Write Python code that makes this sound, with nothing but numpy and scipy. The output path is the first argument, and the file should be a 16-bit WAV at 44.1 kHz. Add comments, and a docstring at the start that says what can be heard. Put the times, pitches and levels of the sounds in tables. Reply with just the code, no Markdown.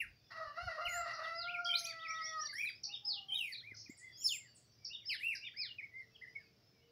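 """Dawn chorus above a lake: a songbird warbles close by; bush birds answer with slurred whistles and sharp ticks.
A rooster crows, hoarse bursts giving way to a clean falling note; a second one answers from far away.
Birds are gliding sines, roosters summed harmonics, the hoarse one with pulsed noise; trees scatter every call.
Under them lie a faint twitter, rumble and hiss, a thin low hum, puffs of air and soft bumps on the microphone."""
import sys
import numpy as np
from scipy import signal
from scipy.fft import rfft, irfft, next_fast_len
from scipy.io import wavfile
from scipy.ndimage import map_coordinates

SR = 44100
rng = np.random.default_rng(int(sys.argv[2]) if len(sys.argv) > 2 else 0)


def unload_audio(sound):
    """Save the sound as a 16-bit wav file, at the path given as the first command line argument."""
    columns = np.transpose(np.atleast_2d(sound))
    # keep every value between -1 and 1, then stretch to whole-number steps
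    steps = np.round(np.clip(columns, -1, 1) * 32767)
    wavfile.write(sys.argv[1], SR, steps.astype(np.int16))


N = 304731
TOP_HZ = 15750  # band limit

# warbler's free song: (time [s], syllable, length [s], reference pitch [Hz], reference level [dB], overtone rms [dB])
WARBLER_SONG = [(0.0, "sag", 0.025, 2900, -33, -64), (0.004, "fall", 0.048, 2510, -40, -68),
                (0.852, "droop", 0.031, 2918, -36, -69), (0.875, "sag", .11, 2233, -42.5, -67.5),
                (1.472, "rise", .05, 2087, -43, -86.5), (1.523, "scoop", 0.055, 3073, -39.5, -84),
                (1.655, "wave", .078, 3408, -35, -73.5), (1.688, "arch", 0.028, 2427, -44, -77),
                (1.724, "arch", .035, 2470, -40, -74), (1.735, "rise", .054, 3435, -32, -67.5),
                (1.769, "rise", 0.041, 3850, -41, -57), (1.786, "droop", .035, 6400, -46, -65),
                (1.835, "rise", .036, 4690, -41, -59), (1.853, "swell", .02, 2900, -40, -64.5),
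                (2.456, "sag", 0.021, 5030, -43, -81), (2.483, "flat", 0.033, 2070, -48.5, -93),
                (2.53, "swell", 0.087, 1612, -35, -65), (2.621, "arch", 0.039, 2450, -35, -63),
                (2.647, "bow", 0.061, 2616, -37.5, -72.5), (3.285, "wave", 0.036, 3305, -42, -80.5),
                (3.314, "wave", 0.038, 3317, -35.5, -68.5), (3.343, "arch", .034, 3880, -35.5, -63),
                (3.375, "fall", 0.16, 3327, -37, -63.5), (3.541, "arch", 0.023, 2477, -48.5, -106),
                (4.243, "droop", .049, 5380, -28, -51.5), (4.291, "fall", 0.081, 3780, -36, -62),
                (4.404, "sag", 0.094, 2250, -63.5, -98), (5.096, "plunge", 0.061, 3277, -37, -66.5),
                (5.194, "bow", .173, 2811, -34.5, -67), (5.419, "flat", 0.039, 2376, -52.5, -95),
                (5.467, "sag", 0.024, 2622, -46, -94), (6.213, "arch", 0.041, 2093, -48.5, -94),
                (6.267, "arch", 0.035, 2078, -49, -94), (6.352, "flat", 0.024, 2232, -42, -98),
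                (6.382, "sag", 0.063, 1960, -68.5, -99)]
# warbler's refrain: (delay [s], syllable, length [s], reference pitch [Hz])
REFRAIN_NOTES = [(0, "bow", .145, 2482), (.248, "sag", 0.029, 2568), (.284, "arch", .048, 2290),
                 (.376, "plateau", .145, 2111)]
# refrain entries: (time [s], pitch factor, reference level [dB] of each of four notes)
REFRAIN_ENTRIES = [(1.803, 1.03, -47, -42.5, -40.5, -50), (3.612, .975, -51, -59, -53.5, -53.5),
                   (5.537, 1.005, -46, -43.5, -44, -50.5)]
# colour of the warbler's overtones: (frequency [Hz], gain [dB])
BEAK_GAIN = [(3500, -9), (6000, -7.5), (7500, -14), (9000, -4.5), (10700, 4), (13000, -10.5), (15500, -3)]
REFRAIN_OVERTONES_DB = -93


def warbler(fade_s):
    """Pure whistle and, separately, the flickering overtones that a hard-driven syrinx adds."""
    pure, bright = np.zeros(N), np.zeros(N)
    song = [(note(*row), overtone_db) for *row, overtone_db in WARBLER_SONG]
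    song += [(sung, REFRAIN_OVERTONES_DB) for sung in phrases(REFRAIN_NOTES, REFRAIN_ENTRIES)]
    for (start_s, length_s, pitches_hz, levels_db), overtone_db in song:
        hz, phase, gain = voiced(length_s, pitches_hz, levels_db, waver=0.012, flutter_db=3.0, fade_s=fade_s)
        overtones = np.zeros(len(hz))
        for k in range(2, 8):
            flicker_db = 5 * wobble(130, size=len(hz))
            colour = amp(along(BEAK_GAIN, k * hz) + flicker_db)
            overtones += colour * (k * hz < TOP_HZ) * np.sin(k * phase)
        add(pure, start_s - fade_s / 2, gain * np.sin(phase))
        add(bright, start_s - fade_s / 2, amp(overtone_db) * unit(np.sqrt(gain) * overtones))
    opening = np.clip(np.arange(N) / SR / .006, 0, 1)  # 6 ms fade-in
    return pure * opening, bright * opening


# bush whistles: (time [s], syllable, length [s], reference pitch [Hz], reference level [dB])
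BUSH_WHISTLES = [(0.165, "flat", 0.15, 3530, -75), (1.854, "flat", 0.067, 4670, -44.5),
                 (1.89, "sag", .051, 3880, -59), (1.983, "bow", 0.067, 3730, -52),
                 (2.063, "climb", 0.085, 5794, -45), (2.125, "bow", 0.088, 3784, -54),
                 (2.214, "climb", 0.084, 5750, -39.5), (2.254, "arch", 0.085, 3620, -54),
                 (2.425, "sag", 0.021, 3600, -65), (2.376, "climb", 0.081, 5760, -40.5),
                 (2.482, "arch", .04, 4720, -44.5), (2.534, "climb", .073, 5660, -47.5),
                 (2.564, "arch", 0.077, 3390, -56), (2.657, "sag", .045, 4220, -50.5),
                 (2.679, "flat", 0.039, 4810, -51), (2.742, "lift", 0.025, 5100, -54),
                 (2.944, "lift", .027, 5280, -51.5), (3.303, "arch", .09, 2530, -57.5),
                 (3.523, "droop", 0.026, 4640, -42), (3.551, "flat", 0.017, 3900, -45),
                 (3.569, "droop", 0.043, 4230, -48), (4.032, "flat", 0.19, 3400, -65),
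                 (4.122, "lift", 0.065, 5090, -55.5), (4.199, "lift", 0.045, 5750, -50),
                 (4.205, "droop", 0.031, 3290, -58.5), (4.784, "flat", .08, 2320, -72.5),
                 (5.026, "sag", 0.041, 2290, -69), (6.15, "droop", 0.02, 3380, -54.5),
                 (6.405, "droop", 0.038, 2930, -80), (6.798, "arch", 0.097, 3030, -74)]
# two short notes and a long slur: (delay [s], syllable, length [s], reference pitch [Hz])
BUSH_CALL = [(0, "lift", .044, 2925), (.035, "droop", .042, 3807), (.156, "slur", .153, 5290)]
# call entries: (time [s], pitch factor, reference level [dB] of each of three notes)
BUSH_CALL_ENTRIES = [(1.195, 0.96, -60, -53, -40.5), (2.891, 0.98, -51.5, -44.5, -33),
                     (4.897, 0.99, -50, -45, -37.5), (5.412, .972, -51, -47.5, -38)]


def bush_birds():
    """Gliding whistles with a trace of octave, reflected by nearby surfaces."""
    answers = phrases(BUSH_CALL, BUSH_CALL_ENTRIES) + [note(*row) for row in BUSH_WHISTLES]
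    calls = whistles(answers, octave_db=-51, waver=0.0065, flutter_db=2.5, fade_s=0.014)
    return echoed(calls, first_db=-20.5, second_db=-25)


# very high whistles: (time [s], syllable, length [s], reference pitch [Hz], reference level [dB])
THIN_WHISTLES = [(0.889, "bend", .12, 7520, -47), (3.894, "lift", 0.017, 7450, -58),
                 (4.173, "arch", 0.11, 7270, -49), (4.259, "lift", 0.11, 7220, -45)]


def thin_birds():
    """Very high glides with a stronger octave."""
    notes = [note(*row) for row in THIN_WHISTLES]
    return whistles(notes, octave_db=-14.5, waver=0.0049, flutter_db=-0.5, fade_s=0.011)


# fast downward sweeps: (time [s], length [s], nominal top pitch [Hz], reference level [dB])
TICK_SWEEPS = [(1.131, 0.018, 5810, -54.5), (1.643, 0.0095, 5950, -46), (2.832, .013, 5900, -43.5),
               (3.742, .013, 6050, -60.5), (3.764, 0.016, 6200, -57), (3.794, 0.012, 6250, -54.5),
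               (3.971, .028, 9190, -66), (4.545, 0.03, 9430, -70.5), (4.845, 0.0086, 6150, -44.5),
               (5.348, 0.01, 6060, -49)]
TICK_FALL = 0.669  # last pitch / first pitch


def ticks():
    """Ragged sweeps, so fast that they sound like chips; each swells, then fades as it falls."""
    out = np.zeros(N)
    for start_s, length_s, top_hz, db in TICK_SWEEPS:
        hz, gain = syllable(length_s, [top_hz, top_hz * TICK_FALL], [db - 3, db + 3, db - 7], fade_s=.006)
        ragged = 1 + .035 * wobble(700, size=len(hz))
        add(out, start_s, gain * np.sin(turning(hz * ragged)))
    return out


# crow: (time [s], mean pitch [Hz], hoarseness [0 clean, about 1 hoarse])
CROW_PITCH = [(.3, 656.5, 1.08), (.4, 635.5, 0.56), (.53, 571, 0.65), (.585, 682.2, 0.36), (.65, 753, 0.03),
              (.72, 637.4, 0.52), (.78, 638, 0.82), (.84, 706, 0.22), (1.0, 689.2, 0.17),
              (1.06, 666.6, 0.63), (1.21, 639.8, 0.88), (1.28, 658.3, .14), (1.48, 702.7, 0.02),
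              (1.72, 696, .05), (2.0, 652.3, .06), (2.36, 636.6, 0.01), (2.47, 591.4, 0.21)]
# low harmonics: (time [s], fundamental level [dB], second-harmonic level [dB])
CROW_LOW_LEVEL = [(.298, -83, -62), (.41, -46, -44.5), (.56, -73, -64.5), (.578, -44, -40.5),
                  (.658, -61, -60), (.68, -42.5, -37), (.755, -59.5, -75), (.785, -44, -40.5),
                  (.87, -53, -49.5), (1.0, -43.5, -42.5), (1.16, -69.5, -52.5), (1.2, -48.5, -45),
                  (1.33, -56.5, -48), (1.61, -50.5, -42), (1.85, -63, -59), (2.04, -69, -46.5),
                  (2.22, -72, -44.5), (2.29, -59, -57), (2.38, -59.5, -39), (2.5, -79, -72.5)]
# upper harmonics before the throat: (time [s], level [dB])
CROW_UPPER_LEVEL = [(.3, -71), (.308, -59.5), (.42, -58), (.555, -65), (.574, -53.5), (.7, -51), (.75, -55),
                    (.79, -54.5), (1.08, -51), (1.17, -60.5), (1.25, -50), (1.7, -77.5), (2.05, -60),
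                    (2.46, -54.5), (2.5, -76)]
# throat resonances: (frequency [Hz], gain [dB])
THROAT_GAIN = [(600, -28), (1000, -8), (1400, -13), (1950, 9), (2400, -25.5), (2800, 1), (3300, -36),
               (4000, -8.5), (4650, -5.5), (5300, -12), (6500, -27), (8000, -48), (10000, -32.5),
               (13000, -42)]
# air torn by the hoarse voice: (frequency [Hz], relative level [dB])
RASP_SPECTRUM = [(420, -40), (580, -20), (820, -16), (1100, 8.5), (1550, 4), (1950, -8), (2350, -39),
                 (3400, -13), (4700, -8), (7000, -47)]


def rooster():
    """Harmonic voice; hoarseness scatters cycles, adds half-pitch vibration and rasps air in each cycle."""
    hz, hoarse = curves(CROW_PITCH)
    first_db, second_db = curves(CROW_LOW_LEVEL)
    upper_db, = curves(CROW_UPPER_LEVEL)
    scatter = hoarse ** .7 * (.052 * wobble(330) + .032 * wobble(70))
    phase = turning(hz * (1 + scatter + 0.0017 * wobble(39.34)))
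    half_pitch = wobble(70) * np.sin(phase / 2)
    shake = 1 + hoarse * (0.17 * wobble(300) + 0.31 * half_pitch)
    low = amp(first_db) * np.sin(phase) + amp(second_db) * np.sin(2 * phase)
    buzz = sum(np.sin(k * phase) for k in range(3, 21))
    pulsing = amp(3.3 * np.sqrt(np.abs(hoarse)) * wobble(60) - 2 * hoarse)
    upper = filtered(amp(upper_db) * buzz * shake * pulsing, lambda f_hz: amp(along(THROAT_GAIN, f_hz)))
    rasp = amp(upper_db - 2.5) * hoarse * pulsing * (1 + np.cos(phase)) * noise(RASP_SPECTRUM)
    voice = (low * shake + upper + rasp) * during(CROW_LOW_LEVEL)
    # the voice is cut off below about 500 Hz
    return filtered(voice, lambda f_hz: 1 - 1 / (1 + (f_hz / 500) ** 12))


# far rooster: (time [s], mean fundamental [Hz], second-harmonic level [dB])
FAR_CROW_CURVE = [(2.8, 377, -94), (2.9, 403, -61), (2.99, 400, -89), (3.06, 417.7, -65), (3.2, 393, -64),
                  (3.35, 395.4, -68.5), (3.46, 395, -85)]


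def far_rooster():
    """Only the second and third harmonics carry this far."""
    hz, db = curves(FAR_CROW_CURVE)
    phase = turning(hz * (1 + 0.012 * wobble(70)))
    harmonics = np.sin(2 * phase) + amp(-16.5) * np.sin(3 * phase)
    return amp(db) * during(FAR_CROW_CURVE) * harmonics


def distant_birds(count=260):
    """Many far chirps that melt into a thin twitter."""
    out = np.zeros(N)
    for when, long, high, bend, slope, loud in rng.random((count, 6)):
        if high > 1 / 8:
            hz = 5000 * 2 ** (.36 * (high - .5))
        else:
            hz = 2200 * 2 ** (4 * high)
        pitches_hz = [hz, hz * (1 + 0.11 * (bend - .5)), hz * (1 + 0.36 * (slope - .6))]
        track_hz, gain = syllable(0.076 + 0.068 * long, pitches_hz, [-6, 0, -6], fade_s=0.0094)
        add(out, when * N / SR, amp(-93.5 + 6 * loud) * gain * np.sin(turning(track_hz)))
    return out


# open-country noise: (frequency [Hz], relative density [dB per Hz])
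AIR_SPECTRUM = [(15, -96), (25, -30.5), (122, -2.5), (152, -12), (281, -16.5), (322, -16.5), (457, -19.5),
                (495, -22), (666, -20.5), (848, -28.5), (1340, -28.5), (3340, -28.5), (5580, -27),
                (8350, -50), (12500, -42), (15500, -37)]
# thin, distant hum: (time [s], mean pitch [Hz], level [dB])
HUM_CURVE = [(5.7, 447, -105), (6.05, 445, -76.5), (6.4, 452.8, -77.5), (6.7, 458, -88), (6.9, 470, -68.5)]


def background():
    """Coloured-noise rumble and hiss of open country, plus a thin wavering sine hum that drifts in."""
    hz, db = curves(HUM_CURVE)
    hum = amp(db) * np.sin(turning(hz * (1 + 0.0048 * wobble(40))))
    return amp(-71.5 + 0.41 * wobble(10.0)) * noise(AIR_SPECTRUM) + hum


# air on the microphone: (time [s], Gaussian width [s], peak level [dB])
AIR_PUFFS = [(.1, 0.091, -66.5), (.48, 0.0084, -63), (0.664, .025, -44.5), (0.876, 0.018, -51.5),
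             (.98, 0.062, -64.5), (1.42, 0.039, -64.5)]
# handling bumps: (time [s], Gaussian width [s], frequency [Hz], peak level [dB])
HANDLING_BUMPS = [(3.721, 0.0017, 300, -52), (3.75, 0.11, 106.8, -62.5), (3.899, 0.0033, 262, -43)]


def microphone():
    """Puffs as Gaussian-swelled low noise; soft handling bumps as Gaussian cosine bursts."""
    t = np.arange(N) / SR
    air = noise([(20, -72), (45, 2.0), (68, 6), (115, -5), (170, -18), (400, -64), (1500, -109)])
    swell, bumps = np.zeros(N), np.zeros(N)
    for centre_s, width_s, db in AIR_PUFFS:
        swell += amp(db) * np.exp(-((t - centre_s) / width_s) ** 2)
    for centre_s, width_s, hz, db in HANDLING_BUMPS:
        envelope = amp(db) * np.exp(-((t - centre_s) / width_s) ** 2)
        bumps -= envelope * np.cos(2 * np.pi * hz * (t - centre_s))
    return swell * air + bumps


# tree reverberation: (frequency [Hz], t60 [s])
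TREE_T60 = [(500, 0.37), (2000, 0.25), (5000, 0.24), (8000, 0.26), (14000, 0.13)]


def trees(x, wet_db, build_s):
    """Trunks and leaves scatter a call in clumps of echoes; each stretch of song finds its own paths."""
    out, t = np.zeros(N), np.arange(N) / SR
    half_s = 1 / 3  # stretches overlap by half
    for centre_s in np.arange(0, N / SR + half_s, half_s):
        paths = rng.standard_normal(SR // 2) * amp(3.3 * wobble(240, size=SR // 2))
        hz, age_s, bands = signal.stft(paths, SR, nperseg=256)
        decay = amp(-60 * age_s / along(TREE_T60, hz)[:, None])
        onset = 1 - np.exp(-age_s / build_s)
        tail = signal.istft(bands * decay * onset, SR, nperseg=256)[1]
        inside = np.flatnonzero(abs(t - centre_s) < half_s)
        if len(inside):
            part = x[inside] * np.cos(np.pi * 3 / 2 * (t[inside] - centre_s))
            add(out, t[inside[0]], signal.fftconvolve(part, tail / np.linalg.norm(tail)))
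    return x + amp(wet_db) * out


def echoed(x, first_db, second_db):
    """Two distinct echoes from nearby surfaces."""
    out = x.copy()
    add(out, .0165, amp(first_db) * x)
    add(out, .037, amp(second_db) * x)
    return out


def whistles(notes, octave_db, waver, flutter_db, fade_s):
    """Unsteady sine glides with an added octave."""
    out = np.zeros(N)
    for start_s, length_s, pitches_hz, levels_db in notes:
        hz, phase, gain = voiced(length_s, pitches_hz, levels_db, waver, flutter_db, fade_s)
        add(out, start_s - fade_s / 2, gain * (np.sin(phase) + amp(octave_db) * np.sin(2 * phase)))
    return out


def phrases(motif, entries):
    """The notes of a motif, each time that it is sung."""
    notes = []
    for start_s, factor, *levels_db in entries:
        for (delay_s, shape, length_s, hz), db in zip(motif, levels_db):
            notes.append(note(start_s + delay_s, shape, length_s, hz * factor, db))
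    return notes


# syllables, name: (pitch points [share of reference pitch], level points [dB re reference]), evenly spaced
SYLLABLE_SHAPES = {"arch": ([.87, 0.97, 0.96, .82], [-9, 0, -13]), "flat": ([1, 1, 0.99, .94],
                   [-15, 0, -5.5]), "bow": ([.55, .85, 0.97, .96, .77, .54], [-24, -4, 1, -3.5, -25.5]),
                   "plateau": ([0.94, 0.96, 1, 0.96, 0.85], [-20, 0.031, 0, -2.2, -23]),
                   "wave": ([.94, 0.97, 0.94, .91, .92], [-8.5, 0, -1.1]), "droop": ([0.96, 0.99, .89, .73],
                   [-3.5, 0, -9.5]), "sag": ([0.96, .93, .83, 0.709], [0, 0.61, -12.5]),
                   "fall": ([0.98, .8, .67, 0.534], [0, -4, -18]), "plunge": ([0.95, .75, 0.62, .46],
                   [-1, 0, -13.5]), "bend": ([.93, .918, 0.97, 1], [-7.5, 0, -7]),
                   "scoop": ([0.95, 0.87, .72, 0.76], [-13, 0, -9.5]), "rise": ([1, 1.13, 1.38, 1.75],
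                   [-5.5, 0, -18]), "swell": ([1, 1.18, 1.36, 1.58], [-11.5, -9.5, 0]),
                   "lift": ([.88, .95, 1, 1.04], [-7, 0, -4]), "climb": ([.845, .93, 1, 0.88],
                   [-14.5, 0, -13]), "slur": ([.9, 1, .86, .7, .575, .58], [-11.5, -2, -8, -17.5, -13.5])}


def note(start_s, shape, length_s, hz, db):
    """A placed syllable: (time [s], length [s], pitches [Hz], levels [dB])."""
    shares, levels_db = SYLLABLE_SHAPES[shape]
    return start_s, length_s, hz * np.array(shares), db + np.array(levels_db)


def voiced(length_s, pitches_hz, levels_db, waver, flutter_db, fade_s):
    """Pitch, phase and gain of one slightly unsteady note."""
    hz, gain = syllable(length_s, pitches_hz, levels_db, fade_s)
    drift = wobble(223.0, size=len(hz))
    flutter = wobble(223.0, size=len(hz))
    return hz, turning(hz * (1 + waver * drift)), gain * amp(flutter_db * flutter)


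def syllable(length_s, pitches_hz, levels_db, fade_s):
    """Polynomial pitch and gain of one glide, with fades centred on its nominal ends."""
    t = np.arange(-fade_s / 2, length_s + fade_s / 2, 1 / SR)
    u = np.clip(t / length_s, 0, 1)
    pitch_u = np.linspace(0, 1, len(pitches_hz))
    hz = np.polyval(np.polyfit(pitch_u, pitches_hz, len(pitches_hz) - 1), u)
    edge = np.sin(np.pi / 2 * np.clip(np.minimum(t - t[0], t[-1] - t) / fade_s, 0, 1)) ** 2
    return hz, edge * amp(np.interp(u, np.linspace(0, 1, len(levels_db)), levels_db))


def amp(db):
    """Decibels to gain."""
    return 10 ** (np.asarray(db) / 20)


def unit(x):
    """Scaled to rms 1."""
    return x / np.sqrt(np.mean(x ** 2) + 1e-20)


def along(points, hz):
    """Interpolate (frequency [Hz], value) points on a log axis."""
    f_hz, value = np.transpose(points)
    return np.interp(np.log(hz + 1), np.log(f_hz + 1), value)


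def curves(rows):
    """One value per sample for each column after the time."""
    time_s, *columns = np.transpose(rows)
    return [np.interp(np.arange(N) / SR, time_s, column) for column in columns]


def during(rows):
    """1 while a curve lasts, with 10 ms fades."""
    t = np.arange(N) / SR
    return np.clip(np.minimum(t - rows[0][0], rows[-1][0] - t) * 100, 0, 1)


def wobble(rate_hz, size=N):
    """Smooth random curve through rate_hz knots a second."""
    knots = rng.standard_normal(int(size * rate_hz / SR) + 4)
    return map_coordinates(knots, [np.arange(size) * rate_hz / SR])


def filtered(x, response):
    """x shaped by a response of frequency [Hz]."""
    m = next_fast_len(N + SR // 2)
    return irfft(rfft(x, m) * response(np.fft.rfftfreq(m, 1 / SR)), m)[:N]


def noise(spectrum):
    """Coloured noise of rms 1."""
    return unit(filtered(rng.standard_normal(N), lambda hz: amp(along(spectrum, hz))))


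def turning(hz):
    """Phase [rad] of a pitch curve."""
    return 2 * np.pi * np.cumsum(hz) / SR


def add(track, start_s, sound):
    """Mix a sound into a track, cut at the track's ends."""
    i = round(start_s * SR)
    part = sound[max(-i, 0):max(N - i, 0)]
    track[max(i, 0):max(i, 0) + len(part)] += part


def scene():
    """Each source with its own share of tree scatter, summed to mono."""
    pure, bright = warbler(fade_s=0.0077)
    near = trees(pure, wet_db=-7, build_s=0.00057) + trees(bright, wet_db=-5.0, build_s=0.0018)
    bushes = trees(bush_birds(), wet_db=-4, build_s=.006)
    high = trees(thin_birds(), wet_db=-2.0, build_s=0.007)
    chips = echoed(ticks(), first_db=-2, second_db=-10)
    chips = amp(4.5) * trees(chips, wet_db=-1.0, build_s=0.0016)
    crow = trees(rooster(), wet_db=-4.5, build_s=0.0033)
    far_crow = trees(far_rooster(), wet_db=-6.0, build_s=0.0073)
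    chorus = trees(distant_birds(), wet_db=13.5, build_s=0.014)
    return (near + bushes + high + chips + crow + far_crow + chorus + background() + microphone())[None]


def record(dry):
    """The recorder keeps nothing above its band limit."""
    return np.array([filtered(channel, lambda hz: hz < TOP_HZ) for channel in dry])


dry = scene()
out = record(dry)
unload_audio(out)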